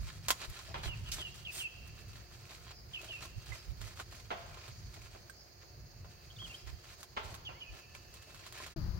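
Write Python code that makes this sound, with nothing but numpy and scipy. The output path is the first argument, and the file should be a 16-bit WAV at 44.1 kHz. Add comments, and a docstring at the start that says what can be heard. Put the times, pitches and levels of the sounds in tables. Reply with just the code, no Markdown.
"""A woven plastic tarpaulin rustles, crackles and snaps as it is tied to a beam under an open roof.
Its folds are random trains of buckling clicks through resonances; snaps and wood knocks are struck noise.
Small birds and faint insect-like chirps are gliding tones; insects hiss and light wind rumbles as shaped noise.
Near the end everything breaks off and, after a brief silence, gives way to a windier, open place."""
import sys
import numpy as np
from scipy import signal
from scipy.fft import rfft, irfft, next_fast_len
from scipy.io import wavfile
from scipy.ndimage import uniform_filter1d

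SR = 44100
rng = np.random.default_rng(int(sys.argv[2]) if len(sys.argv) > 2 else 0)


def log_audio(samples):
    """Write samples as a 16-bit WAV file to the path given in sys.argv[1]."""
    # one column per channel
    frames = np.atleast_2d(samples).T
    # limit to full scale, then quantise
    limited = np.clip(frames, -1, 1)
    pcm = np.round(limited * 32767).astype(np.int16)
    wavfile.write(sys.argv[1], SR, pcm)


N = 396459
TIME = np.arange(N) / SR
BREAK_S, OPEN_S = 8.741, 8.761  # the work is silent from the first, the open place starts at the second
# resonances of the draped sheet: (frequency [Hz], width [Hz], rise [dB])
SHEET_MODES = [(1045, 87, 9.5), (1420, 19, -2.5), (3270, 31, 7), (7080, 450, 8.5)]


def amp(db):
    """Level is logarithmic: decibels become an amplitude ratio."""
    return 10 ** (np.asarray(db) / 20)


def unit(x):
    """Mean power sets level: scales a signal to rms 1."""
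    return x / np.sqrt(np.mean(x ** 2) + 1e-20)


def read(points, hz):
    """Pitch is heard in ratios: a spectrum in dB is joined on a log-frequency axis."""
    f, db = np.transpose(points)
    return np.interp(np.log(hz + 1), np.log(f + 1), db)


def at_time(points):
    """An envelope in dB is joined linearly over time."""
    s, db = np.transpose(points)
    return np.interp(TIME, s, db)


def add(mix, s, sound):
    """Superposition: adds a sound to the mix from time s."""
    part = mix[:, max(round(s * SR), 0):][:, :sound.shape[1]]
    part += sound[:, :part.shape[1]]


def drift(rate, count=N):
    """Low-passed Gaussian noise: a smooth random course of rms 1, changing about rate times a second."""
    lowpass = np.exp(-(np.fft.rfftfreq(count, 1 / SR) / rate) ** 2)
    return unit(irfft(rfft(rng.standard_normal(count)) * lowpass, count))


def ring(points, modes=(), tilt=0, size=2048):
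    """Minimum phase: a causal response of energy 1 follows from spectrum, resonances and tilt [dB/octave]."""
    hz = abs(np.fft.fftfreq(size, 1 / SR))
    db = read(points, hz) + tilt * np.log2(np.maximum(hz, 400) / 2000)
    db = db + sum(rise / (1 + (2 * (hz - f) / width) ** 2) for f, width, rise in modes)
    log_gain = np.log(amp(np.maximum(db, -90)))
    h = np.fft.ifft(np.exp(np.conj(signal.hilbert(log_gain)))).real
    return h / np.linalg.norm(h)


def passed(x, h):
    """Linear filtering: convolves channel by channel and keeps the length of x."""
    return signal.fftconvolve(np.atleast_2d(x), np.atleast_2d(h), axes=1)[:, :np.shape(x)[-1]]


def diffuse(count, points=None, alike=0.96):
    """Diffuse-field coherence: noise from all sides agrees at two spaced microphones only in the bass."""
    spacing_s = 0.0006  # travel time of sound between the microphones
    hz = np.fft.rfftfreq(count, 1 / SR)
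    a, b = rfft(rng.standard_normal((2, count)))
    coherence = np.clip(alike, 0, 1) * np.sinc(2 * hz * spacing_s)
    colour = 1 if points is None else amp(read(points, hz))
    pair = np.array([a, coherence * a + np.sqrt(1 - coherence ** 2) * b])
    return unit(irfft(pair * colour, count))


def space(lag_samples, short_db, short_t60, long_db, long_t60, size=20000):
    """Reverberant decay: direct sound, first at the right, with a short and a long tail of diffuse scatter."""
    t = np.arange(size) / SR
    h = np.zeros((2, size))
    h[0, lag_samples] = h[1, 0] = 1
    for db, t60 in (short_db, short_t60), (long_db, long_t60):
        tail = diffuse(size) * np.exp(-np.log(1000) * t / t60)
        h += amp(db) * tail * np.sqrt(2) / np.linalg.norm(tail)
    return h / np.linalg.norm(h[0])


def uncoloured(h, width_hz=130):
    """Spectral whitening: evens out a scattered response, so it spreads a blow in time but keeps its colour."""
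    count = next_fast_len(h.shape[1] + 2000)
    z = rfft(h, count)
    power = uniform_filter1d(np.mean(abs(z) ** 2, 0), max(int(width_hz * count / SR), 1))
    return irfft(z / np.sqrt(power + 1e-12), count)[:, :h.shape[1]]


def to_right(x, db):
    """Level difference between channels: leans a sound to the right, or to the left if negative."""
    return x * amp([[-db / 2], [db / 2]])


def outdoors():
    """Broadband noise fields: still air, a shimmering band of insects and the low rumble of a breeze."""
    # still outdoor air: (frequency [Hz], relative level [dB])
    air_spectrum = [(120, -23), (200, -5), (270, -11), (400, -4), (700, -7.5), (850, -9.5), (2300, -12),
                    (3500, -20.5), (4600, -5.5), (6500, -25.5), (7600, -26), (10000, -28), (15000, -18),
                    (16000, -14)]
    # soft resonances in the still air: (frequency [Hz], width [Hz], rise [dB])
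    air_modes = [(352, 28.6, 10), (588, 23, 4.5), (710, 27, 8.5)]
    # insect band: (frequency [Hz], relative level [dB])
    insect_spectrum = [(3700, -68), (4300, -5), (4650, -4.5), (5300, -9), (5700, -14.5), (6400, -5.5),
                       (7000, -13.5), (7500, -57)]
    # breeze: (frequency [Hz], relative level [dB])
    wind_spectrum = [(12, -52), (22, -21), (45, -2.5), (62, -0.5), (80, -2.5), (100, 0), (120, -2.5),
                     (190, -16), (300, -29), (600, -68)]
    # mean course of the breeze: (time [s], level [dB])
    wind_course = [(0, -49.5), (.6, -56.5), (.88, -44.5), (1.14, -47.5), (1.28, -55.5), (2.2, -52.5),
                   (2.7, -58), (3.15, -53), (3.8, -53.5), (4.7, -53), (5.5, -58), (6.7, -52.5),
                   (7.05, -60.5), (7.3, -57.5), (7.9, -59.5), (8.7, -55.5)]
    air = amp(-60.5) * unit(passed(diffuse(N), ring(air_spectrum, air_modes, size=8192)))
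    air = air * amp(.5 * drift(7.5))
    shimmer_db = 1.8 * drift(30) + drift(2)
    insects = amp(-66) * diffuse(N, insect_spectrum) * amp(shimmer_db)
    gust_db = 3 * drift(7.2)  # the breeze swells and drops at random
    wind = amp(at_time(wind_course) + gust_db) * diffuse(N, wind_spectrum, alike=.8)
    return to_right(air + insects, db=3.0) + to_right(wind, db=0.5)


def puffs():
    """Local turbulence: short eddies buffet the two microphones almost independently."""
    # low buffeting: (frequency [Hz], relative level [dB])
    buffet_spectrum = [(12, -39), (25, -8), (45, 9), (70, 3), (110, 4.5), (250, -47)]
    # puffs of air, mostly at one microphone: (time [s], length [s], level [dB], lean to the right [dB])
    puff_events = [(-.05, 0.15, -39.5, 4.5), (0.475, 0.055, -38.5, -3.5), (0.859, 0.046, -39.5, 16),
                   (1.062, 0.12, -47, 9), (3.355, 0.047, -43, 7), (3.476, 0.094, -44.5, 13),
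                   (3.663, 0.074, -47, 16), (3.767, 0.15, -52, 19), (6.61, 0.18, -49.5, 14),
                   (7.19, 0.13, -51.5, 10), (7.68, 0.083, -47, 3)]
    out = np.zeros((2, N))
    for s, length, db, lean_db in puff_events:
        swell = np.sin(np.pi * np.clip((TIME - s) / length, 0, 1))
        out += to_right(amp(db) * swell * diffuse(N, buffet_spectrum, alike=.2), lean_db)
    return out


def open_place():
    """Turbulent wind noise, mostly on the left, with a low decaying tone that sinks in pitch."""
    # wind in the open: (frequency [Hz], relative level [dB])
    open_spectrum = [(12, -37), (22, -2.5), (86, -2.5), (130, -11.5), (195, -12.5), (235, -39), (340, -24),
                     (420, -36), (1200, -34.5), (3600, -49), (4700, -33.5), (5500, -44), (6700, -45),
                     (7800, -63.5), (16000, -48)]
    t = np.maximum(TIME - OPEN_S, 0)
    turns = np.cumsum(345 * np.exp(-t / 0.27)) / SR
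    wave = np.sin(2 * np.pi * turns) + 0.33 * np.sin(4 * np.pi * turns)
    tone = amp(-42.0) * np.exp(-t / 0.035) * wave
    gust = amp(-36.5 - 8.5 * t) * diffuse(N, open_spectrum, alike=0.76)
    return to_right(gust + tone, db=-6) * np.minimum(t / .003, 1)


def whine():
    """Slow amplitude and frequency modulation: a few thin tones swell and waver."""
    # partials: (frequency [Hz], relative level [dB])
    whine_tones = [(1755, -11.5), (2632, -5), (2848, -14)]
    # swelling of all partials together: (time [s], level [dB])
    whine_course = [(1.6, -88), (2.0, -64), (2.35, -68), (2.6, -95), (5.3, -98), (5.7, -75), (6.2, -68),
                    (6.8, -112), (7.7, -62), (8.1, -61), (8.35, -60), (8.7, -77)]
    tones = np.zeros(N)
    for hz, db in whine_tones:
        phase = 2 * np.pi * np.cumsum(hz + 3 * drift(10)) / SR
        tones += amp(db + 2 * drift(8)) * np.sin(phase)
    return amp(at_time(whine_course)) * tones


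def note(length, pitches, db, rasp):
    """Frequency modulation: a note glides through even pitch steps, roughened by a fast, uneven buzz."""
    buzz_hz = 368  # mean rate at which a rasping note trembles in pitch
    u = np.linspace(0, 1, int(length * SR))
    flutter, shake = (drift(rate, count=SR)[:len(u)] for rate in (550, 150))
    glide = np.interp(u, np.linspace(0, 1, len(pitches)), pitches)
    glide = uniform_filter1d(glide, size=len(u) // len(pitches), mode="nearest")
    buzz = np.sin(2 * np.pi * np.cumsum(buzz_hz * (1 + .3 * flutter)) / SR)
    roughness = rasp * (1 - .65 * u) * (.07 * buzz + .033 * flutter)  # strongest at the start
    hz = glide * (1 + .004 * flutter + roughness)
    swell = signal.windows.tukey(len(u), .18) * (.62 + .38 * np.sin(np.pi * u ** 1.6))
    swell = swell * amp((.8 + 2 * rasp) * shake)
    return (amp(db) * unit(swell) * np.sin(2 * np.pi * np.cumsum(hz) / SR))[None]


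def through_trees(song, lag_samples, scatter_db):
    """Multiple scattering: direct sound, quick scatter from near leaves and a long trail from far trees."""
    trees = space(lag_samples, short_db=scatter_db, short_t60=0.062,
                  long_db=scatter_db - 4.5, long_t60=1.3, size=44000)
    return passed(song, uncoloured(trees))


def insect_chirps():
    """Frequency modulation in a scattering field: faint, diffuse, rasping insect-like chirps near 5 kHz."""
    # chirps: (time [s], level [dB])
    faint_chirps = [(.64, -59), (2.72, -57), (3.535, -56.5), (4.59, -60), (5.35, -57.5), (6.54, -58)]
    out = np.zeros((1, N))
    for s, db in faint_chirps:
        add(out, s, note(0.092, [4970, 5100, 4970], db, rasp=0.8))
    return through_trees(out, lag_samples=14, scatter_db=3)


def birds():
    """Gliding tones: falling chirps, slurs and one warbled phrase, scattered by the trees."""
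    # falling chirps: (time [s], length [s], top pitch [Hz], final pitch [Hz], level [dB], rasp [0-1])
    chirps = [(0.856, .05, 3330, 2820, -45.5, 0.5), (1.056, .063, 3190, 2630, -49.5, 1),
              (1.185, .055, 3450, 2880, -42, 0.86), (1.448, .036, 3280, 2620, -41, .9),
              (1.585, .055, 3350, 2570, -39.5, 0.36), (2.931, .054, 3300, 2520, -40.5, 0.85),
              (3.082, .06, 3250, 2605, -43.5, 0.7), (7.449, .045, 3450, 2640, -42.5, .55),
              (7.601, .044, 3220, 2720, -45.5, .5)]
    # slurs that finish a chirp or twitter between chirps:
    # (time [s], length [s], starting pitch [Hz], final pitch [Hz], level [dB], rasp [0-1])
    slurs = [(0.899, 0.045, 2910, 2550, -43, 0.5), (1.231, 0.056, 2950, 2674, -42.5, 0.5),
             (1.474, 0.031, 2615, 2530, -40.5, 0.2), (1.632, 0.0418, 2764, 2514, -37, 0.2),
             (2.984, 0.021, 2520, 2550, -46, .3), (3.132, 0.038, 2755, 2540, -43, .3),
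             (3.167, .034, 2520, 2490, -51, 0.06), (7.494, 0.027, 2500, 2420, -56, .2),
             (7.528, 0.072, 1850, 2340, -61.5, 0.1), (7.61, 0.062, 2380, 2510, -59, 0.2),
             (7.662, 0.046, 2580, 2410, -51, 0.24), (7.823, 0.031, 2480, 2380, -59, 0.2)]
    # a second bird's phrase: (time [s], length [s], level [dB], rasp [0-1], pitches at even steps [Hz])
    warble = [(6.301, .014, -52.5, .1, [2950, 3400, 3000]), (6.362, 0.011, -53, .1, [4000, 3500, 3500]),
              (6.383, 0.044, -47, 0, [2700, 3230, 3350, 3260, 3170]),
              (6.415, 0.05, -46, 0.1, [3160, 3206, 3350, 3160, 2770]),
              (6.494, 0.028, -47.5, .5, [2900, 2670, 2800]), (6.519, .02, -52, 0.4, [2550, 2420, 2800]),
              (6.54, 0.014, -43.5, .1, [3000, 3200, 3100])]
    song, warbler = np.zeros((2, 1, N))
    for s, length, top_hz, end_hz, db, rasp in chirps:
        add(song, s, note(length, np.linspace(top_hz, end_hz, 5), db, rasp))
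    for s, length, start_hz, end_hz, db, rasp in slurs:
        middle_hz = 1.025 * (start_hz + end_hz) / 2  # bows slightly upward
        add(song, s, note(length, [start_hz, middle_hz, end_hz], db, rasp))
    for s, length, db, rasp, pitches in warble:
        add(warbler, s, note(length, pitches, db, rasp))
    out = to_right(through_trees(song, lag_samples=21, scatter_db=-4), db=2.5)
    return out + through_trees(warbler, lag_samples=12, scatter_db=-5)


def knocks():
    """Impact excitation of modes: wood is struck off to the right, rattles a moment and the yard answers."""
    # struck wood: (frequency [Hz], relative level [dB])
    wood_spectrum = [(100, -5.5), (260, -8), (440, -2), (560, -2), (800, 1), (1150, 0), (1900, -7.5),
                     (3200, -8.5), (4600, -20), (8000, -38), (15000, -72)]
    # resonances of the wood: (frequency [Hz], width [Hz], rise [dB])
    wood_modes = [(555, 37, 8), (1370, 44, 6.5), (1610, 90, 2.5), (2070, 78, 5), (2680, 45, -1)]
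    # blows: (time [s], strength [dB], brightness [dB/octave], note of the struck part [Hz])
    blows = [(.742, -9, 3.5, 935), (.752, -17, -2.5, 940), (.775, -24, 8, 940), (.834, -21, 2, 1490),
             (.846, -31, 4, 940), (.861, -32, -7, 400), (4.3041, -7, 1, 716), (4.3116, -7, -.5, 710),
             (5.149, -25.5, -4.5, 716), (7.166, -10.5, 2, 990), (7.1715, -5, 1.5, 1005),
             (7.489, -17, -1.5, 970), (7.502, -28, -1.5, 970), (7.522, -29, -2, 970)]
    out = np.zeros((2, N))
    t = np.arange(-200, 4000) / SR  # the lead-in leaves room for the whitened path to spread backwards
    for s, db, tilt, note_hz in blows:
        hits = rng.standard_normal(len(t)) * (rng.random(len(t)) < 4000 / SR)
        rattle = hits * np.exp(-t / 0.01) * (t >= 0)
        path = space(lag_samples=20, short_db=0.5, short_t60=0.15, long_db=-1, long_t60=0.96)
        blow = uncoloured(passed(path, rattle), width_hz=215)
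        body = ring(wood_spectrum, [*wood_modes, (note_hz, 105, 7.5)], tilt)
        add(out, s + t[0], amp(db) * passed(blow, body))
    return to_right(out, db=1.0)


def pings():
    """Damped oscillation: small hard things tick and ring with an exponential decay."""
    # rings: (time [s], pitch [Hz], starting level before the path [dB], t60 [s])
    ping_events = [(3.52, 2054, -42.5, 0.09), (3.252, 1072, -46, 0.045), (5.297, 1570, -43, 0.048),
                   (4, 1440, -43, 0.038), (5.298, 8425, -51.5, .06), (7.951, 2380, -40, 0.017),
                   (10, 2600, -46, .02)]
    out, t = np.zeros((1, N)), np.arange(8000) / SR
    for s, hz, db, t60 in ping_events:
        tone = amp(db - 60 * t / t60) * np.sin(2 * np.pi * hz * t)
        add(out, s, tone[None])
    path = space(lag_samples=1, short_db=-1, short_t60=0.017, long_db=-14, long_t60=.3)
    return to_right(passed(out, path), db=1)


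def buckles(per_s, spread_db):
    """Random impulse process: tiny buckling clicks at chance times, of very unequal size."""
    size = amp(spread_db * np.minimum(rng.exponential(1, N), 3.5)) * rng.choice([-1, 1], N)
    return unit(size * (rng.random(N) < per_s / SR))


def slide():
    """Friction over a weave: the tie drawn across it gives a short, bright zip of very fine ticks."""
    # zip: (frequency [Hz], relative level [dB])
    slide_spectrum = [(500, -28), (1500, -6), (4000, 2), (6500, 2), (8700, 6), (10500, -5.5), (13000, -2.5),
                      (15500, -5)]
    start_s, length_s = 1.506, 0.14
    swell = np.sin(np.pi * np.clip((TIME - start_s) / length_s, 0, 1))
    zipping = passed(buckles(5000, spread_db=3) * swell, ring(slide_spectrum))
    path = space(lag_samples=3, short_db=0, short_t60=.05, long_db=-17, long_t60=.35)
    return to_right(amp(-43) * passed(zipping, uncoloured(path)), db=2.5)


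def crack(crackle_s):
    """Snap-through: a taut crease flips with one crack, and the weave crackles on with a decay constant."""
    t = np.arange(16000) / SR
    weave = rng.standard_normal(len(t)) * (rng.random(len(t)) < 3500 / SR)
    flip = 0.38 * weave * np.exp(-t / crackle_s)
    flip[:3] = .22, .72, .22
    path = space(lag_samples=3, short_db=0, short_t60=.06, long_db=-16, long_t60=.35)
    return uncoloured(passed(path, flip))


def snaps():
    """Impulse response: cracks excite the sheet with a full sound, the tie with a thin, bright one."""
    # snapping sheet: (frequency [Hz], relative level [dB])
    snap_spectrum = [(100, -30), (300, -11.5), (600, -0.5), (1000, 2.5), (1400, 8.5), (1900, 3.5),
                     (3000, 6.5), (4000, 8.5), (5500, 7), (8000, 6), (12000, 3), (16000, 2)]
    # creases that snap: (time [s], strength [dB], brightness [dB/octave], crackle decay constant [s])
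    snap_events = [(.284, -1.5, -1.5, 0.0083), (0.3054, 2, -3.5, 0.003), (0.3084, -1.5, -2, 0.0035),
                   (.417, -18.5, -5.5, 0.0047), (0.449, -24, -3.5, 0.0035), (0.498, -24, 1, 0.005),
                   (0.835, -22, -8, 0.013), (1.874, -32, 4, .004), (2.083, -35, 3, .003),
                   (2.314, -34, -6, .004), (2.523, -30, -3, .005), (2.6688, -32, -7, 0.003),
                   (2.707, -25, -5.5, 0.0096), (3.016, -23, -2, 0.0057), (3.045, -23.5, -2, 0.0029),
                   (3.232, -26, -3, 0.0057), (3.251, -34, 5, .005), (3.45, -45, 1, .004),
                   (3.524, -27, -7, .005), (3.575, -41, -4, .004), (3.816, -21, -3.5, 0.0029),
                   (3.958, -31, -3, 0.0095), (3.993, -24, -7, .002), (3.9994, -14, -6, 0.0054),
                   (4.007, -23, -5, .006), (4.126, -24.5, -4.5, 0.0034), (4.155, -34, 1, .002),
                   (4.572, -24, -8.5, 0.0057), (4.68, -24.5, -4, 0.0076), (4.942, -28, -2, .005),
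                   (4.964, -32, -9, 0.0032), (5.149, -24.5, -12, 0.0044), (5.298, -28.5, -0.5, 0.0044),
                   (5.633, -35, -9, .005), (6.046, -28, -9, 0.01), (6.42, -26.5, -6.5, 0.009),
                   (6.673, -27, -4, 0.012), (6.987, -35, -11, .005), (7.03, -20.5, -2, 0.0066),
                   (7.343, -19, -2.5, 0.01), (7.9496, -22.5, -4, 0.0046), (7.965, -30, -4, 0.005),
                   (8.14, -25.5, -0.5, .004), (8.225, -30.5, -2, .003), (8.346, -25.5, -3, 0.0055),
                   (8.465, -21, -3, 0.008), (8.525, -22, -2, .003), (8.556, -25, -5.5, 0.0034),
                   (8.581, -26, -1, .004), (8.602, -20.5, -7.5, .0054), (8.664, -19.5, -3.5, .008)]
    # jerked tie: (frequency [Hz], relative level [dB])
    jerk_spectrum = [(400, -20), (1500, -25), (2400, 0), (3500, 4.5), (5500, 7), (8000, -2), (16000, -11)]
    # the tie is jerked tight with a double crack: (time [s], strength [dB], crackle decay constant [s])
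    jerk_events = [(1.1178, -11, .003), (1.121, -12, .006)]
    out = np.zeros((2, N))
    for s, db, tilt, crackle_s in snap_events:
        add(out, s, amp(db) * passed(crack(crackle_s), ring(snap_spectrum, SHEET_MODES, tilt)))
    for s, db, crackle_s in jerk_events:
        add(out, s, amp(db) * passed(crack(crackle_s), ring(jerk_spectrum)))
    return to_right(out, db=2.0)


def handling():
    """Addition of powers: restless stirring, and strokes that rise, hold and settle, drive the sheet."""
    # stirring of the held sheet, least while the knot is held still: (time [s], mean level of rubbing [dB])
    stir_course = [(0, -67), (1.0, -69.5), (1.8, -72), (2.35, -74.5), (2.6, -69), (2.8, -83.5), (3.1, -63),
                   (3.4, -74), (4.2, -71.5), (5.1, -70), (5.45, -85.5), (5.9, -89), (6.2, -73.5),
                   (6.9, -72), (7.5, -85), (8.05, -76.5), (8.7, -68)]
    # pulls and shoves: (time [s], length [s], flexing [dB], rubbing [dB], crisp crinkling [dB])
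    strokes = [(0.068, 0.032, -69, -56, -61), (0.395, 0.053, -61, -54, -64),
               (0.518, 0.097, -69, -59.5, -62.5), (0.675, 0.048, -60, -64.5, -84),
               (0.75, 0.045, -65, -71, -85), (0.823, 0.054, -59, -55.5, -58),
               (1.114, 0.037, -75, -72, -45.5), (1.146, 0.069, -60.5, -58, -55),
               (1.335, 0.07, -88, -67, -62.5), (1.543, 0.068, -66.5, -61, -60),
               (2.075, 0.11, -87, -68, -72), (2.481, 0.051, -69, -60.5, -66), (2.657, 0.06, -82, -63, -85),
               (2.996, 0.1, -63, -66.5, -67.5), (3.2, 0.059, -63.5, -59.5, -58.5),
               (3.45, 0.14, -70, -64.5, -65.5), (3.801, 0.092, -70, -64, -64), (3.955, 0.06, -67, -62, -62),
               (4.102, 0.1, -72, -66, -66), (4.552, 0.13, -69, -65, -72), (4.952, 0.024, -61, -66.5, -69),
               (5.599, 0.029, -82, -69, -87), (6.425, 0.14, -72, -74, -65.5),
               (6.657, 0.021, -63.5, -59.5, -72), (6.972, 0.06, -69, -77, -64),
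               (7.225, 0.11, -66, -67, -63.5), (7.717, 0.078, -69, -65.5, -69), (8.26, 0.04, -66, -76, -87),
               (8.388, 0.092, -71, -63.5, -71), (8.528, 0.15, -65, -58, -62)]
    attack_s, release_s = 0.012, 0.012  # linear rise, then decay constant of the settling folds
    stir_db = at_time(stir_course) + 3 * drift(14)  # the level wavers at random
    power = (amp(stir_db) * amp([[-13.5], [0], [0]])) ** 2  # rows: flex, rub, crisp
    t = np.arange(SR // 2) / SR
    for s, length, flex_db, rub_db, crisp_db in strokes:
        stroke = np.minimum(t / attack_s, 1) * np.exp(-np.maximum(t - length, 0) / release_s)
        add(power, s, (amp([[flex_db], [rub_db], [crisp_db]]) * stroke) ** 2)
    return np.sqrt(power)


def rustle():
    """Clustered buckling excites sheet resonances: each patch has its own creases and path to the pair."""
    # flexing folds: (frequency [Hz], relative level [dB])
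    flex_spectrum = [(150, -14.5), (260, -3.5), (350, 13), (480, -3), (650, 8), (850, 0.5), (1200, -11),
                     (3000, -41)]
    # rubbing folds: (frequency [Hz], relative level [dB])
    rub_spectrum = [(400, -35.5), (750, -11), (1030, -6), (1400, 1.5), (1800, -2), (2400, 0.5), (4000, -2),
                    (6500, -7.5), (9000, -19.5), (15000, -83)]
    # crisp crinkling: (frequency [Hz], relative level [dB])
    crinkle_spectrum = [(1000, -9), (2500, -3), (4000, 2.5), (6500, 2.5), (8700, -0.5), (10500, -7.5),
                        (13000, -4), (15500, -15)]
    # patches of the sheet: (resonance of the long crease [Hz], resonance of the short crease [Hz])
    patches = [(950, 2410), (1300, 4200), (1850, 4220)]
    flex, rub, crisp = handling()
    out = np.zeros((2, N))
    for lag, pitches in enumerate(patches, 2):
        clumps = unit(amp(2.7 * drift(60)))
        rates = (300, 1000, 420, 420)  # clicks per second
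        heavy, fine, *coarse = (buckles(per_s, spread_db=4.6) * clumps for per_s in rates)
        sheet = passed(heavy * flex, ring(flex_spectrum))
        sheet += passed((fine + 0.2 * coarse[1]) * crisp, ring(crinkle_spectrum))
        for clicks, hz in zip(coarse, pitches):
            crease = (hz, .3 * hz, 10)
            sheet += passed(clicks * rub, ring(rub_spectrum, [*SHEET_MODES, crease]))
        path = space(lag_samples=lag, short_db=0, short_t60=.05, long_db=-17, long_t60=.35)
        out += passed(sheet, uncoloured(path))
    return to_right(out, db=1.0)


def scene():
    """Superposition of sources: the work under the roof, a brief silence, then the open place."""
    fade = np.clip((BREAK_S - TIME) / .015, 0, 1)
    background = outdoors() + puffs() + whine() + insect_chirps() + birds()
    work = knocks() + pings() + slide() + snaps() + rustle()
    return (background + work) * fade + open_place()


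def record(dry):
    """Band limitation: a linear-phase low-pass at 15.9 kHz is the recorder's upper limit."""
    lowpass = signal.firwin(511, 15900, window=("kaiser", 9), fs=SR)
    return signal.oaconvolve(dry, lowpass[None], "same")


dry = scene()
out = record(dry)
log_audio(out)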